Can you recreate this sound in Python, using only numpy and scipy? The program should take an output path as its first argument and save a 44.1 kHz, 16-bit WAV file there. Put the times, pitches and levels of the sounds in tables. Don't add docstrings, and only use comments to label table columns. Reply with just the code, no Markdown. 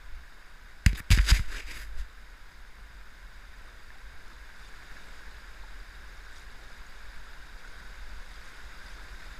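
import sys
import numpy as np
from scipy import signal
from scipy.fft import rfft, irfft, next_fast_len
from scipy.io import wavfile
from scipy.ndimage import uniform_filter1d

SR = 44100
rng = np.random.default_rng(int(sys.argv[2]) if len(sys.argv) > 2 else 0)


def unload_wav(signal):
    wavfile.write(
        sys.argv[1],
        SR,
        np.round(np.clip(np.atleast_2d(signal).T, -1, 1) * 32767).astype(np.int16),
    )


N = 414099
TIME_S = np.arange(N) / SR

# time_s, level_db
RIVER_LEVEL = [(2.1, -56), (2.71, -56), (4.23, -54.5), (5.02, -51.5), (5.53, -53), (7.21, -52.5),
               (7.86, -52), (9.39, -50.5)]
# freq_hz, relative_density_db
RUSH_SPECTRUM = [(90, -0.5), (200, -1.5), (300, -6), (500, -6.5), (780, -7.5), (1200, -5.5), (1600, 0),
                 (2200, -5.5), (2900, -12), (4500, -26), (9000, -53)]
# freq_hz, relative_density_db
FIZZ_SPECTRUM = [(1500, -9.5), (2600, -6), (3600, -0.5), (5200, 0), (5800, -5.5), (7700, -6), (8400, -11.5),
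                 (11000, -11), (15000, -26)]
# entry_s, pull_s, entry_splash_db, exit_splash_db, exit_jolt_db
PADDLE_STROKES = [(3.1, 0.56, -74, -63.5, -51), (4.26, 0.77, -67, -65, -44.5), (5.3, 0.4, -76, -70, -42.5),
                  (6.67, 0.47, -63, -71, -41.5), (7.76, 0.36, -62, -80, -37.5), (8.85, 0.42, -74, -68, -52)]
# peak_s, half_width_s, level_db
SPRAY_PATTERS = [(4.63, .074, -63.5), (5.122, 0.061, -73), (6.376, 0.056, -58.5), (8.44, 0.23, -64),
                 (8.89, .062, -61)]
# start_s, pitch_hz, level_db, t60_s
HULL_PLOPS = [(3.678, 1205, -50, .04), (3.904, 1720, -40.5, .02), (3.956, 775, -49.5, .042),
              (4.317, 1230, -47, .024), (4.913, 1736, -42, 0.02), (4.968, 1660, -40.5, .027),
              (5.193, 1600, -40, .013), (5.637, 856, -48, .075), (7.268, 1290, -47, 0.046),
              (7.648, 1455, -46, .069)]
# start_s, crunch_gain_db, crunch_lowpass_hz, push_gain_db, push_s
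FINGER_KNOCKS = [(.862, -1.5, 11100, -10, 0.0043), (.930, -21, 6000, -22, .0015),
                 (1.002, -23, 2000, -29, .0016), (1.1041, -11.5, 17000, -15, 0.0045),
                 (1.1139, -9, 2800, -15, 0.012), (1.1227, -22, 8000, -14, 0.0098),
                 (1.175, -15, 6000, -12, 0.0015), (1.1861, -4.5, 1980, -20.5, .011),
                 (1.1915, -10, 2000, -20, .0086), (1.272, -23, 2490, -44, 0.0055),
                 (1.311, -13, 8800, -21, 0.0087), (1.316, -7, 2620, -14, .0082),
                 (1.393, -14.5, 2320, -25, 0.0062), (1.985, -41, 2000, -30, 0.024)]
# full_pressure_s, attack_s, hold_s, release_s, drag_db, hiss_db, sizzle_db, hollow_hz
FINGER_SLIDES = [ (0.872, .004, 0.016, 0.066, -41, -49, -60, 2220),
                 (.952, 0.0079, .005, 0.04, -41.5, -46.5, -65, 3700),
                 (0.977, 0.016, .024, .008, -43, -53, -49.5, 1640),
                 (1.114, 0.01, 0.0064, .055, -27, -26.5, -41, 2200),
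                 (1.15, 0.025, 0.12, 0.033, -44.5, -47.5, -64, 1650),
                 (1.3, 0.05, .012, 0.013, -30, -25, -46, 1500),
                 (1.329, 0.06, 0.042, 0.087, -36.5, -39, -52, 2020),
                 (1.528, 0.083, 0.022, 0.051, -40.5, -47, -63, 1560),
                 (1.585, 0.063, 0.017, 0.07, -44, -51, -71, 2380),
                 (1.682, 0.059, 0.039, 0.11, -43.5, -49.5, -65, 2250),
                 (1.778, .08, 0.037, 0.096, -46.5, -51.5, -58, 1760),
                 (1.983, 0.046, .025, .04, -53.5, -54.5, -70, 1760)]
# freq_hz, width_hz, boost_db
CASE_RESONANCES = [(1020, 124, 4), (1505, 360, 5), (2180, 130, 2.5), (3230, 210, -4.5), (3330, 160, 3.5),
                   (3700, 224, 7.5), (4400, 180, -4), (4780, 245, 5.5), (5760, 370, -1.5), (6650, 290, 4),
                   (7200, 320, -5), (7530, 270, 1.5), (14000, 450, 10)]
# freq_hz, width_hz, gain_db
SHELL_MODES = [(275, 140, 6), (940, 310, -2.5), (1600, 610, 2.5), (2300, 330, 5), (2640, 550, 1),
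               (3775, 104, 1.5), (4040, 100, -3), (4810, 160, 2.5), (5036, 240, -1.5), (6800, 730, -8),
               (7400, 250, -7), (7800, 400, -8.5), (9820, 1100, -11.5), (10630, 540, -10),
               (11550, 540, -9.5), (12700, 900, -14.5), (13800, 600, -13), (14620, 250, -16),
               (15000, 300, -15)]
# freq_hz, width_hz, gain_db
SWING_MODES = [(48.7, 9, 14.5), (68, 26, 8), (84.5, 45, 1), (165, 24, -0.5)]
# freq_hz, relative_density_db
WOBBLE_SPECTRUM = [(8, 9), (14, 3), (24, -1.5), (36, -1.5), (48, 1), (60, -10.5), (80, -22.5), (120, -30.5),
                   (300, -44)]
# peak_s, half_width_s, level_db
BODY_SWAYS = [(.14, 0.077, -36.5), (1.405, 0.13, -29), (1.755, 0.2, -38.5), (1.978, 0.055, -31),
              (4.128, .12, -42)]


def river(babble_db=-4, spray_db=-6, surge_db=0.22, rush_db=-2.0, fizz_db=-10.0, fizz_db_per_db=1.21):
    flow_db = np.interp(TIME_S, *np.transpose(RIVER_LEVEL))
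    rush_gain = from_db(flow_db + rush_db)
    fizz_gain = from_db(flow_db.mean() + fizz_db_per_db * (flow_db - flow_db.mean()) + fizz_db)
    babble = from_db(babble_db) * bubbles(1500, low_hz=350, high_hz=3004, t60_cycles=19.7, spread_db=2.5)
    spray = from_db(spray_db) * bubbles(2500, low_hz=2800, high_hz=12950, t60_cycles=83, spread_db=4.5)
    rush = coloured(rng.standard_normal(N), RUSH_SPECTRUM)
    rush += np.std(babble) * coloured(babble, RUSH_SPECTRUM)
    fizz = coloured(rng.standard_normal(N), FIZZ_SPECTRUM)
    fizz += np.std(spray) * coloured(spray, FIZZ_SPECTRUM)
    wash = rush_gain * unit_rms(rush) + fizz_gain * unit_rms(fizz)
    return wash * from_db(surge_db * drift(corner_hz=12.0))


def paddle(splash_half_width_s=0.12, spray_db=-7.5):
    spray = bubbles(1100, low_hz=3090, high_hz=11900, t60_cycles=66, spread_db=4.0)
    spray = unit_rms(cut(spray, 6500, "low"))
    gurgle = bubbles(500, low_hz=162, high_hz=1500, t60_cycles=8.2, spread_db=2.0)
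    gurgle = unit_rms(cut(gurgle, 500, "low", order=1))
    splash = sum(from_db(entry_db) * swell(entry_s, splash_half_width_s)
                 + from_db(exit_db) * swell(entry_s + pull_s, splash_half_width_s)
                 for entry_s, pull_s, entry_db, exit_db, _ in PADDLE_STROKES)
    return splash * gurgle + (from_db(spray_db) * splash + swells(SPRAY_PATTERS)) * spray


def drips(count=16, low_hz=3310, high_hz=7260, drip_db=-55, spread_db=1.5, drip_t60_s=0.022, rise=0.072):
    first_entry_s, first_pull_s = PADDLE_STROKES[0][:2]
    small = [(rng.uniform(first_entry_s + first_pull_s, N / SR),
              low_hz * (high_hz / low_hz) ** rng.random(),
              drip_db + spread_db * rng.standard_normal(),
              drip_t60_s) for _ in range(count)]
    out = np.zeros(N + SR)
    for start_s, pitch_hz, level_db, t60_s in HULL_PLOPS + small:
        age_s = np.arange(int(t60_s * SR)) / SR
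        decay = np.exp(-np.log(1000) * age_s / t60_s)
        phase_rad = 2 * np.pi * pitch_hz * age_s * (1 + rise * age_s / t60_s)
        start = int(start_s * SR)
        out[start:start + len(age_s)] += from_db(level_db) * decay * np.sin(phase_rad)
    return out[:N]


def knocks(contact_s=0.001, tail_db=-23, tail_s=0.0081, shell_low_hz=1150, mount_top_hz=330):
    crunch, push = np.zeros(N), np.zeros(N)
    age_s = np.arange(SR // 20) / SR
    decay = np.exp(-age_s / contact_s) + from_db(tail_db) * np.exp(-age_s / tail_s)
    for start_s, crunch_db, lowpass_hz, push_db, push_s in FINGER_KNOCKS:
        start = round(start_s * SR)
        span = slice(start, start + len(age_s))
        slips = decay * rng.choice([-1, 1], len(age_s))
        crunch[span] += from_db(crunch_db) * cut(slips, lowpass_hz, "low")
        push[span] -= from_db(push_db) * np.sin(np.pi * np.minimum(age_s / push_s, 1)) ** 2
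    swing = sum(from_db(db) * resonance(push + 1e-18, hz, width_hz) for hz, width_hz, db in SWING_MODES)
    return cut(shell_ring(crunch), shell_low_hz, "high") + cut(swing, mount_top_hz, "low")


def rubbing(low_hz=250, split_hz=3000, sizzle_hz=9000, hollow_db=10, hollow_width_hz=600, stutter_db=2):
    coarse = cut(shell_ring(clicks(per_s=6100, spread_db=2.0)), low_hz, "high")
    fine = shell_ring(clicks(per_s=5400, spread_db=1.0))
    hiss = unit_rms(cut(cut(fine, split_hz, "high", order=4), sizzle_hz, "low", order=4))
    sizzle = unit_rms(cut(fine, sizzle_hz, "high", order=5))
    out = np.zeros(N)
    for *timing_s, drag_db, hiss_db, sizzle_db, hollow_hz in FINGER_SLIDES:
        hollow = from_db(hollow_db) * resonance(coarse, hollow_hz, hollow_width_hz)
        drag = unit_rms(cut(coarse + hollow, split_hz, "low", order=3))
        friction = from_db(drag_db) * drag + from_db(hiss_db) * hiss + from_db(sizzle_db) * sizzle
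        out += finger_pressure(*timing_s) * friction
    return out * from_db(stutter_db * drift(corner_hz=46))


def finger_pressure(full_s, attack_s, hold_s, release_s, fade_db=26):
    before = np.maximum(full_s - TIME_S, 0) / attack_s
    after = np.maximum(TIME_S - full_s - hold_s, 0) / release_s
    return from_db(-fade_db * np.minimum(before + after, 10))


def shell_ring(force):
    return sum((-1) ** k * from_db(db) * resonance(force + 1e-18, hz, width_hz)
               for k, (hz, width_hz, db) in enumerate(SHELL_MODES))


def through_case(sound):
    return sound + sum((from_db(boost_db) - 1) * resonance(sound, hz, width_hz)
                       for hz, width_hz, boost_db in CASE_RESONANCES)


def mount_rumble(rock_db=-47.5, rock_db_per_s=0.5, jolt_half_width_s=0.13, entry_db=-9, steadiness=0.76):
    rocking = from_db(rock_db + rock_db_per_s * TIME_S)
    jolts = sum(from_db(jolt_db + entry_db) * swell(entry_s, jolt_half_width_s)
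                + from_db(jolt_db) * swell(entry_s + pull_s, jolt_half_width_s)
                for entry_s, pull_s, _, _, jolt_db in PADDLE_STROKES)
    shake = np.sqrt(rocking ** 2 + jolts ** 2 + swells(BODY_SWAYS) ** 2)
    wobble = coloured(rng.standard_normal(N), WOBBLE_SPECTRUM)
    local_power = uniform_filter1d(wobble ** 2, size=6000)
    return shake * unit_rms(wobble / local_power ** (steadiness / 2))


def bubbles(per_s, low_hz, high_hz, t60_cycles, spread_db, sizes=28):
    births = clicks(per_s, spread_db)
    size = rng.integers(0, sizes, N)
    pitches_hz = np.geomspace(low_hz, high_hz, sizes)
    rings = (hz * ring(births * (size == k), hz, t60_cycles / hz) for k, hz in enumerate(pitches_hz))
    return unit_rms(sum(rings))


def clicks(per_s, spread_db):
    heights = from_db(spread_db * np.minimum(rng.exponential(1, N), 4)) * rng.choice([-1, 1], N)
    return heights * (rng.random(N) < per_s / SR)


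def ring(impulses, hz, t60_s):
    radius, step_rad = np.exp(-np.log(1000) / (t60_s * SR)), 2 * np.pi * hz / SR
    feedback = [1, -2 * radius * np.cos(step_rad), radius ** 2]
    return signal.lfilter([0, np.sin(step_rad)], feedback, impulses + 1e-18)


def resonance(x, hz, width_hz):
    radius = np.exp(-np.pi * width_hz / SR)
    feedback = [1, -2 * radius * np.cos(2 * np.pi * hz / SR), radius ** 2]
    return signal.lfilter(np.array([1, 0, -1]) * (1 - radius ** 2) / 2, feedback, x)


def cut(x, hz, kind, order=2):
    return signal.sosfilt(signal.butter(order, hz, kind, fs=SR, output="sos"), x)


def coloured(x, spectrum):
    size = next_fast_len(N)
    hz, db = np.transpose(spectrum)
    bins_hz = np.maximum(np.arange(size // 2 + 1) * SR / size, 1)
    gain = from_db(np.interp(np.log(bins_hz), np.log(hz), db))
    gain /= np.sqrt(1 + (hz[0] / 2 / bins_hz) ** 4 + (bins_hz / 2 / hz[-1]) ** 4)
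    return unit_rms(irfft(rfft(x, size) * gain, size)[:N])


def drift(corner_hz):
    bins_hz = np.arange(N // 2 + 1) * SR / N
    return unit_rms(irfft(rfft(rng.standard_normal(N)) / (1 + (bins_hz / corner_hz) ** 2), N))


def swell(peak_s, half_width_s):
    return np.exp(-np.minimum(((TIME_S - peak_s) / half_width_s) ** 2, 50))


def swells(table):
    return sum(from_db(db) * swell(peak_s, half_width_s) for peak_s, half_width_s, db in table)


def from_db(db):
    return 10 ** (np.asarray(db) / 20)


def unit_rms(x):
    return x / np.sqrt(np.mean(x ** 2) + 1e-20)


def scene():
    water = through_case(river() + paddle() + drips())
    return (water + rubbing() + knocks() + mount_rumble())[None]


def record(dry, hiss_db=-71.5, cutoff_hz=15300):
    noisy = dry + from_db(hiss_db) * rng.standard_normal(dry.shape)
    return signal.sosfilt(signal.ellip(10, 0.2, 70, cutoff_hz, fs=SR, output="sos"), noisy)


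dry = scene()
out = record(dry)
unload_wav(out)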